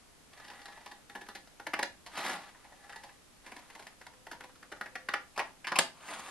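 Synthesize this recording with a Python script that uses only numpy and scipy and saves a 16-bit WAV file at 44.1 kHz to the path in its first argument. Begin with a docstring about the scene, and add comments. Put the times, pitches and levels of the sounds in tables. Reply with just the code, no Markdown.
"""Scissors work through a stiff sheet of paper held over a table, in a small room.
The cut advances in jerks: each is a burst of random fibre snaps that rings the paper; one hard snap shuts the blades.
The sheet also rustles: dense, clumped snaps pass through the colours of rubbing and bending paper.
Two microphone ports hear it directly and from the walls, over steady hiss and a faint tone."""
import sys
import numpy as np
from scipy import signal
from scipy.fft import rfft, irfft
from scipy.io import wavfile
from scipy.ndimage import uniform_filter1d

SR = 44100
rng = np.random.default_rng(int(sys.argv[2]) if len(sys.argv) > 2 else 0)


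def bounce(signal):
    """Save signal as a 16-bit WAV file at the path given by the first command-line argument."""
    frames = np.transpose(np.atleast_2d(signal))
    limited = np.clip(frames, -1, 1)
    pcm = np.round(limited * 32767).astype(np.int16)
    wavfile.write(sys.argv[1], SR, pcm)


N = 277830


def gain_of(db):
    """Turn decibels into an amplitude factor."""
    return 10 ** (np.asarray(db) / 20)


def evened(x):
    """Scale a signal to rms 1."""
    return x / np.sqrt(np.mean(x ** 2) + 1e-20)


def read(points, hz):
    """Read a curve at any pitch, with straight lines over log frequency."""
    f, value = np.transpose(points)
    return np.interp(np.log(hz + 1), np.log(f + 1), value)


def add(mix, s, sound):
    """Add a sound into the mix at a time in seconds."""
    part = mix[round(s * SR):][:len(sound)]
    part += sound[:len(part)]


def colour(points):
    """Impulse response of energy 1 with the given spectrum; it starts at once, with no ringing before."""
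    hz = abs(np.fft.fftfreq(4096, 1 / SR))
    log_gain = np.log(gain_of(np.maximum(read(points, hz), -100)))
    minimum_phase = np.exp(np.conj(signal.hilbert(log_gain)))
    taps = np.fft.ifft(minimum_phase).real[:2048]
    return taps / np.linalg.norm(taps)


def mode(hz, width):
    """Sine that swells quickly and dies, of energy 1; the soft start keeps it out of the bass."""
    t = np.arange(2048) / SR
    taps = t * np.exp(-1.5 * np.pi * width * t) * np.sin(2 * np.pi * hz * t)
    return taps / np.linalg.norm(taps)


def fibres(size, per_s, spread_db):
    """Random snaps of either sign, a few much larger than the rest; rms 1."""
    chance, big, sign = rng.random((size, 3)).T
    happens = chance < per_s / SR
    height = gain_of(-spread_db * np.log(big + 0.0084))
    return evened(happens * height * np.sign(sign - .5))


def clumps(size):
    """Slowly wandering random curve of rms 1 that bunches the snaps; size is the smoothing in samples."""
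    smooth = uniform_filter1d(rng.standard_normal(N), size)
    return evened(uniform_filter1d(smooth, size))


# Colour of the hiss. Each row: pitch in Hz, relative level in dB per Hz.
HISS = [(12, -35), (20, -1), (103, -5), (208, -5.5), (280, -3.5), (348, -8.5), (521, -9), (739, -10.5),
        (3720, -16.5), (8570, -18.5), (12500, -20.5), (16200, -65), (22000, -120)]
# How alike the hiss is in the two ports. Each row: pitch in Hz, left-right likeness (1 is identical).
HISS_LIKENESS = [(60, 0.2), (230, 0.044), (870, 0.33), (3310, 0.086), (12600, 0.046)]


def hiss():
    """Steady noise of room and microphone, nearly unrelated in the two ports."""
    frames, hz = N // 512 + 5, np.fft.rfftfreq(2048, 1 / SR)
    a, b, c, d = rng.standard_normal((frames, 1025, 4)).T
    same = np.clip(read(HISS_LIKENESS, hz), -1, 1)[:, None]
    left, other = a + 1j * b, c + 1j * d
    right = same * left + np.sqrt(1 - same ** 2) * other
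    spectra = np.array([left, right]) * gain_of(read(HISS, hz))[:, None]
    noise = signal.istft(spectra, nperseg=2048, noverlap=1536)[1][:, :N]
    return gain_of(-60.0) * evened(noise)


# A faint thin tone comes and goes. Each row: time in seconds, pitch in Hz, rms level in dB.
TONE = [(3.9, 511, -82), (4.464, 510.4, -65), (4.59, 504, -76), (4.866, 521, -67), (5.162, 514, -63),
        (5.3, 510.8, -84)]


def tone():
    """A faint sine whose pitch and level glide from row to row."""
    s, hz, db = np.transpose(TONE)
    t = np.arange(N) / SR
    fade = np.clip(np.minimum(t - s[0], s[-1] - t) / .1, 0, 1)  # 0.1 s at either end
    phase = 2 * np.pi * np.cumsum(np.interp(t, s, hz)) / SR
    return np.sqrt(2) * fade * gain_of(np.interp(t, s, db)) * np.sin(phase)


# How fast the echoes die. Each row: pitch in Hz, seconds to fall by 60 dB.
ROOM_DECAY = [(150, 0.4), (600, 0.26), (2000, 0.26), (6000, 0.24), (12000, 0.23)]
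# Colour of the sound thrown back by the walls. Each row: pitch in Hz, relative level in dB.
WALLS = [(150, -11), (700, -8.5), (2000, -9.5), (4500, -7), (7000, -12), (12000, -16)]


def tail():
    """Sparse taps of random sign, each band dying at its own speed; the bass is alike in both ports."""
    taps = np.zeros((2, SR // 2))
    at = np.arange(120, SR // 2 - 20, 20)
    at = at + rng.integers(0, 20, (2, len(at)))
    np.put_along_axis(taps, at, rng.choice([-1., 1.], at.shape), 1)
    hz, t, z = signal.stft(taps, SR, nperseg=256)
    same = np.clip(.9 - hz / 3500., 0, 1)[:, None]
    z = np.array([z[0], same * z[0] + np.sqrt(1 - same ** 2) * z[1]])
    decay = gain_of(-60 * t / read(ROOM_DECAY, hz)[:, None])
    echoes = signal.istft(z * decay, SR, nperseg=256)[1]
    walls = colour(WALLS) * gain_of(-8.5)
    return signal.fftconvolve(echoes / np.linalg.norm(echoes[0]), walls[None], axes=1)


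def room(x):
    """Echoes from the walls: three random tails fade in and out by turns, so their fine colour keeps changing."""
    turn = 2 * np.pi * 2.3 * np.arange(N) / SR  # 2.3 turns per second
    shares = [np.sqrt(2 / 3) * np.cos(turn + k * np.pi / 3) for k in range(3)]
    return sum(signal.fftconvolve((x * share)[None], tail(), axes=1)[:, :N] for share in shares)


# Timing between the ports. Each row: pitch in Hz, radians by which the left port leads.
LEAD = [(0, 0), (1300, 0), (2800, -.4), (4900, .2), (6100, 2.3), (7800, 2.3), (8500, 1.6), (12500, 1.6)]
# Balance between the ports. Each row: pitch in Hz, left minus right in dB.
TILT = [(60, 0.5), (130, 0.0), (280, 0.5), (590, 0.0), (1270, 0.5), (2730, 1.5), (5870, -1.0), (12600, 0.5)]


def ports(x):
    """The direct sound reaches the two ports with a phase and level difference that depends on pitch."""
    hz = np.fft.rfftfreq(N, 1 / SR)
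    half = gain_of(read(TILT, hz) / 2) * np.exp(.5j * read(LEAD, hz))  # each port takes half
    return irfft(rfft(x) * np.array([half, 1 / half]), N)


# How the held sheet answers. Each row: time in seconds, whole-sheet ring in relative dB,
# flap in dB relative to force, bend pitch in Hz, fizz in dB relative to tear.
HOLD = [(0.3, -8, -20, 820, -2), (1., -3, -8, 914, 1), (1.9, -20, -15, 887, 2), (2.199, -12, -29, 885, 0),
        (3.001, -4.5, -37, 890, 3), (3.5, -13, -10.5, 940, 4), (4.1, -29, -22, 984, 2),
        (4.4, -23, -16, 990, 3), (4.8, -12.5, -18, 750, 2), (5.1, -10, -24, 1060, -1),
        (5.4, -18.5, -31, 925, 0), (5.74, -18, -29, 1130, -3), (5.79, -28, -40, 857, 6),
        (6.3, -28, -7, 840, 2)]


def held(s):
    """Whole-sheet ring dB, flap dB, bend pitch and fizz dB at a time, gliding between rows."""
    times, *columns = np.transpose(HOLD)
    return [np.interp(s, times, c) for c in columns]


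# Ringing pitches of the held sheet. Each row: pitch in Hz, nominal width in Hz (wider dies sooner),
# relative level in dB before wider ones are raised.
SHEET = [(824, 32, 7), (1150, 56, -4), (1728, 62, 4.5), (1950, 52, 6), (3720, 140, -12)]


def sheet():
    """Response of the whole sheet: all its modes ring together, with alternating sign; energy 1."""
    taps = 0
    for k, (hz, width, db) in enumerate(SHEET):
        taps = taps + (-1) ** k * gain_of(db) * np.sqrt(width) * mode(hz, width)
    return taps / np.linalg.norm(taps)


# Colour of rubbing paper. Each row: pitch in Hz, relative level in dB per Hz.
RUB = [(59, -42), (100, -21), (191, -5), (503, -11.5), (568, -10.5), (834, -1.5), (1000, -3.5), (1250, -3),
       (4500, -15), (10200, -20.5), (11800, -17), (12500, -67), (16200, -107), (22000, -120)]


def creases(level):
    """Small patches of the sheet buckle in clumps, each patch at its own pitch."""
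    out = np.zeros(N)
    for hz in np.geomspace(550., 4200., num=7):
        pops = evened(fibres(size=N, per_s=700., spread_db=3.5) * gain_of(3.2 * clumps(size=500)))
        ringing = signal.oaconvolve(pops * level, mode(hz, 0.35 * hz)[:512])[:N]
        out += gain_of(read(RUB, hz)) * np.sqrt(hz / 1000) * ringing
    return out


# Brightest hiss of parting or sliding fibres. Each row: pitch in Hz, relative level in dB.
FIZZ = [(4000, -53), (6200, 6), (9000, 1.5), (12500, 1)]
# The sheet slides, bends and rubs on the blades, one group of rows for each spell of movement.
# Each row: time in seconds, relative level in dB, treble in dB relative to its usual share.
RUSTLE = [
    [(0.3, -69, 0), (0.386, -59, 0), (0.566, -58.5, 0), (0.79, -61.5, 0), (0.936, -69, 0), (1.0, -68, 0)],
    [(2.09, -52, -11), (2.106, -58, -11), (2.166, -43, -11), (2.174, -37, -11), (2.224, -41, -11),
     (2.26, -33, -11), (2.28, -39, -11), (2.316, -38, -11), (2.434, -55, -11), (2.498, -58, -11),
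     (2.52, -64, -11)],
    [(2.53, -64.5, 0), (2.668, -68, 0), (2.944, -62.5, 0), (3.15, -70, 0)],
    [(3.43, -60, 0), (3.692, -65, 5), (3.814, -63, 3), (3.95, -69.5, 0)],
    [(5.34, -62, 0), (5.5, -63, 0)],
    [(5.93, -60, 6), (5.944, -64, 6), (6.042, -54, 6), (6.052, -52, 6), (6.142, -41, 6), (6.156, -47, 6),
     (6.198, -44, 6), (6.208, -51, 6), (6.3, -47, 6)],
]


def rustle():
    """Dense clumped snaps under the hand's movement, coloured by the sheet as it bends."""
    t = np.arange(N) / SR
    s, level_db, treble_db = np.transpose(np.concatenate(RUSTLE))
    moving = 0
    for rows in RUSTLE:  # 20 ms fades at the ends of each spell
        moving = moving + np.clip(np.minimum(t - rows[0][0], rows[-1][0] + 0.013 - t) / 0.02, 0, 1)
    level = np.minimum(moving, 1) * gain_of(np.interp(t, s, level_db))
    drive = level * evened(fibres(size=N, per_s=7000., spread_db=2.8) * gain_of(2.2 * clumps(size=300)))
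    rub = gain_of(-3.) * signal.oaconvolve(drive, colour(RUB))[:N]
    buckling = gain_of(-7.5) * creases(level)
    modes = signal.oaconvolve(drive * gain_of(held(t)[0] + 4.0), sheet())[:N]
    treble = signal.oaconvolve(drive * gain_of(np.interp(t, s, treble_db) - 15.0), colour(FIZZ))[:N]
    return rub + buckling + modes + treble


# Colour of the closing snap. Each row: pitch in Hz, relative level in dB.
SNAP = [(300, -12), (1000, 6), (2500, -3), (5000, -16), (9000, 6), (12500, -26)]


def snap():
    """The blade tips snap shut through the last fibres: one hard crack and two quick rebounds."""
    out = np.zeros(N)
    for late, db in [(0, -1.5), (.0007, -4), (.0016, -10)]:  # seconds after the crack, dB
        add(out, 5.7888 + late, gain_of(db) * colour(SNAP))
    return out


def jerk(row, snaps, scatter, whole, tear, fizz, flap):
    """Fibres part in a quick burst; the paper near the blades rings at its own two pitches."""
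    s, force_db, fall, edge_hz, bend_db, tear_db = row
    modes_db, flap_db, bend_hz, fizz_db = held(s)
    t = np.arange(len(snaps)) / SR
    rise = .005 + .00004 * (-30 - force_db)  # seconds; weak jerks start more slowly
    build_up = np.sin(np.pi / 2 * np.minimum(t / rise, 1)) ** 2
    stroke = build_up * np.exp(-(np.maximum(t - rise, 0) / fall) ** 1.02)
    brief = stroke ** 1.3  # high noises stop sooner
    slow = stroke * np.sqrt(t / 0.0091)  # wide bending builds up later
    bend = mode(bend_hz * (1 + 0.071 * scatter), 302.0)  # its pitch varies from jerk to jerk
    edge = mode(edge_hz, 700.0)
    parts = [(bend_db, bend, slow), (-3, edge, stroke), (modes_db, whole, stroke),
             (tear_db + 2.5, tear, brief), (flap_db, flap, slow), (tear_db + fizz_db, fizz, brief)]
    out = 0
    for db, taps, shape in parts:  # before its dB, every part carries the energy of its stroke
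        sound = signal.fftconvolve(snaps * shape, taps)
        out = out + gain_of(db) * sound * np.linalg.norm(shape) / np.linalg.norm(sound)
    return s - .0025, gain_of(force_db - 6.5) * out  # the build-up begins 2.5 ms early


# Colour of tearing fibres. Each row: pitch in Hz, relative level in dB.
TEAR = [(1500, -44), (2800, 6), (4800, 7.5), (6200, -0.5), (8000, -63)]
# Low colour of the flapping sheet. Each row: pitch in Hz, relative level in dB.
FLAP = [(130, -30), (170, -10), (195, 1), (235, -5), (350, -1), (520, -3), (800, -20)]
# The jerks of the blades. Each row: time in seconds, force in relative dB, fall time in seconds,
# edge ring in Hz, bend ring in dB relative to force, tear in relative dB above or below force.
JERKS = [(.331, -49.5, 0.0055, 1620, -8, -3), (0.373, -48, 0.011, 1750, -7, -7),
         (0.398, -41, 0.0069, 1640, -9.5, -11), (.444, -45, .008, 1760, -8, -5.5),
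         (.479, -45, 0.0099, 1730, -5, -3), (0.501, -39, 0.013, 1630, -4.5, -10),
         (.534, -46, 0.0048, 1730, -9, -8), (.594, -44, 0.0079, 1700, -9, -14),
         (.616, -45, .006, 1950, -4, -4.5), (.656, -39, .008, 1660, -16, -4.5),
         (.681, -42, 0.0062, 1750, 1, -11), (0.721, -43.5, 0.0066, 1740, -13, -10),
         (.772, -45, .007, 1760, 4.5, -11), (0.809, -49, .007, 1980, -6, -18),
         (.86, -40, 0.0068, 1960, 3.5, -5), (0.874, -48, 0.0055, 1730, -12, -6),
         (.913, -40, 0.01, 1720, -2.5, -7.5), (1.096, -40.5, 0.0096, 1660, -10, -10.5),
         (1.151, -31.5, 0.011, 1690, -4.5, -15.5), (1.211, -38.5, 0.012, 1790, -7, -11),
         (1.262, -46, 0.01, 1810, -15, -11), (1.286, -35.5, 0.014, 1320, -19, -11),
         (1.35, -35.5, 0.015, 1930, -11, -7), (1.47, -50.5, 0.0097, 1440, -4, -6),
         (1.597, -34.5, .009, 1520, -7.5, -17), (1.667, -24.5, 0.0068, 1770, -3.5, -14),
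         (1.735, -16.5, 0.0065, 1710, -37, -17.5), (1.791, -21, 0.0072, 1820, -1, -14.5),
         (1.828, -17.5, 0.0056, 1600, -7.5, -9.5), (2.062, -39, 0.013, 1730, -2, -4.5),
         (2.546, -48.5, .011, 1570, -4, -24), (2.644, -47.5, .012, 1980, 0.5, -12),
         (2.722, -48, .007, 1380, 4, -13), (2.839, -51, .009, 1690, -22, -14),
         (2.894, -38.5, 0.011, 1660, -7, -13), (2.924, -37, 0.0082, 1660, -18, -13.5),
         (2.959, -36.5, 0.0052, 1600, 1, -8), (3.034, -43.5, .015, 1820, 0.5, -5.5),
         (3.089, -45.5, 0.012, 1850, -5, -15), (3.463, -38.5, 0.014, 1780, -6.5, -11.5),
         (3.517, -37, 0.0089, 1910, -3.5, -12.5), (3.562, -38.5, 0.012, 1760, -4, -10.5),
         (3.59, -45.5, 0.0056, 2080, -2, -8), (3.7, -40, 0.0047, 1960, -5, -12),
         (3.75, -39, 0.0097, 1860, -2.5, -11), (3.793, -38, 0.0087, 1610, -2.5, -11.5),
         (3.823, -44, .008, 1870, -6, -9), (3.868, -36, 0.0069, 1700, -7, -10.5),
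         (4.012, -39.5, .01, 1650, -10, -14), (4.066, -36, 0.0064, 1710, -3.5, -11.5),
         (4.134, -47.5, 0.0063, 1560, -5, -15), (4.267, -35.5, 0.0066, 1580, -5, -14.5),
         (4.313, -32, .015, 1590, -8, -13), (4.406, -34, .007, 1660, -14, -14.5),
         (4.437, -40.5, 0.0095, 1830, 0, -10), (4.493, -46.5, .009, 1300, -16, -17),
         (4.555, -49.5, .008, 1420, -19, -9), (4.627, -38, .007, 1600, -23, -16),
         (4.718, -30, 0.0094, 1520, -7, -15.5), (4.766, -46, 0.013, 1480, -19, -15),
         (4.811, -23.5, 0.0068, 1610, -16, -18.5), (4.858, -32.5, 0.0098, 1850, -9, -19),
         (4.954, -25.5, 0.0077, 1830, -14, -16), (5.087, -19.5, 0.0071, 1540, -31, -15.5),
         (5.137, -15, 0.0074, 1630, -28, -17.5), (5.361, -40.5, 0.018, 2370, -1, -10),
         (5.377, -23.5, 0.014, 1220, -10, -13.5), (5.391, -20, 0.013, 1890, -4, -16),
         (5.645, -28, .008, 2100, -13, -18), (5.67, -24, 0.013, 1710, -9, -10),
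         (5.719, -18.5, 0.0083, 1370, -11, -16.5), (5.757, -19.5, 0.01, 2380, -2.5, -10.5),
         (5.787, -12.5, 0.0078, 1670, -4, -4.5), (5.97, -54, 0.0081, 1460, -14, -25),
         (6.017, -47, .011, 1350, -25, -24), (6.085, -37, 0.023, 1900, -5.5, -12.5)]


def cutting():
    """All jerks of the blades, each with fresh random snaps."""
    out = np.zeros(N)
    parts = sheet(), colour(TEAR), colour(FIZZ), colour(FLAP)
    for row in JERKS:
        snaps = fibres(size=2048, per_s=4100.0, spread_db=3.5)
        add(out, *jerk(row, snaps, rng.uniform(-0.85, 1), *parts))
    return out


def scene():
    """Paper sounds, direct and from the walls, over the tone and hiss."""
    thin = signal.butter(4, 160., "highpass", fs=SR, output="sos")  # a thin sheet radiates no deep bass
    paper = signal.sosfilt(thin, cutting() + rustle() + snap())
    return ports(paper) + room(paper) + tone() + hiss()


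def record(dry):
    """The band limit of the recorder: a steep low-pass at 12020 Hz."""
    low_pass = signal.firwin(511, 12020, window=("kaiser", 9), fs=SR)
    return signal.oaconvolve(dry, low_pass[None], "same")


dry = scene()
out = record(dry)
bounce(out)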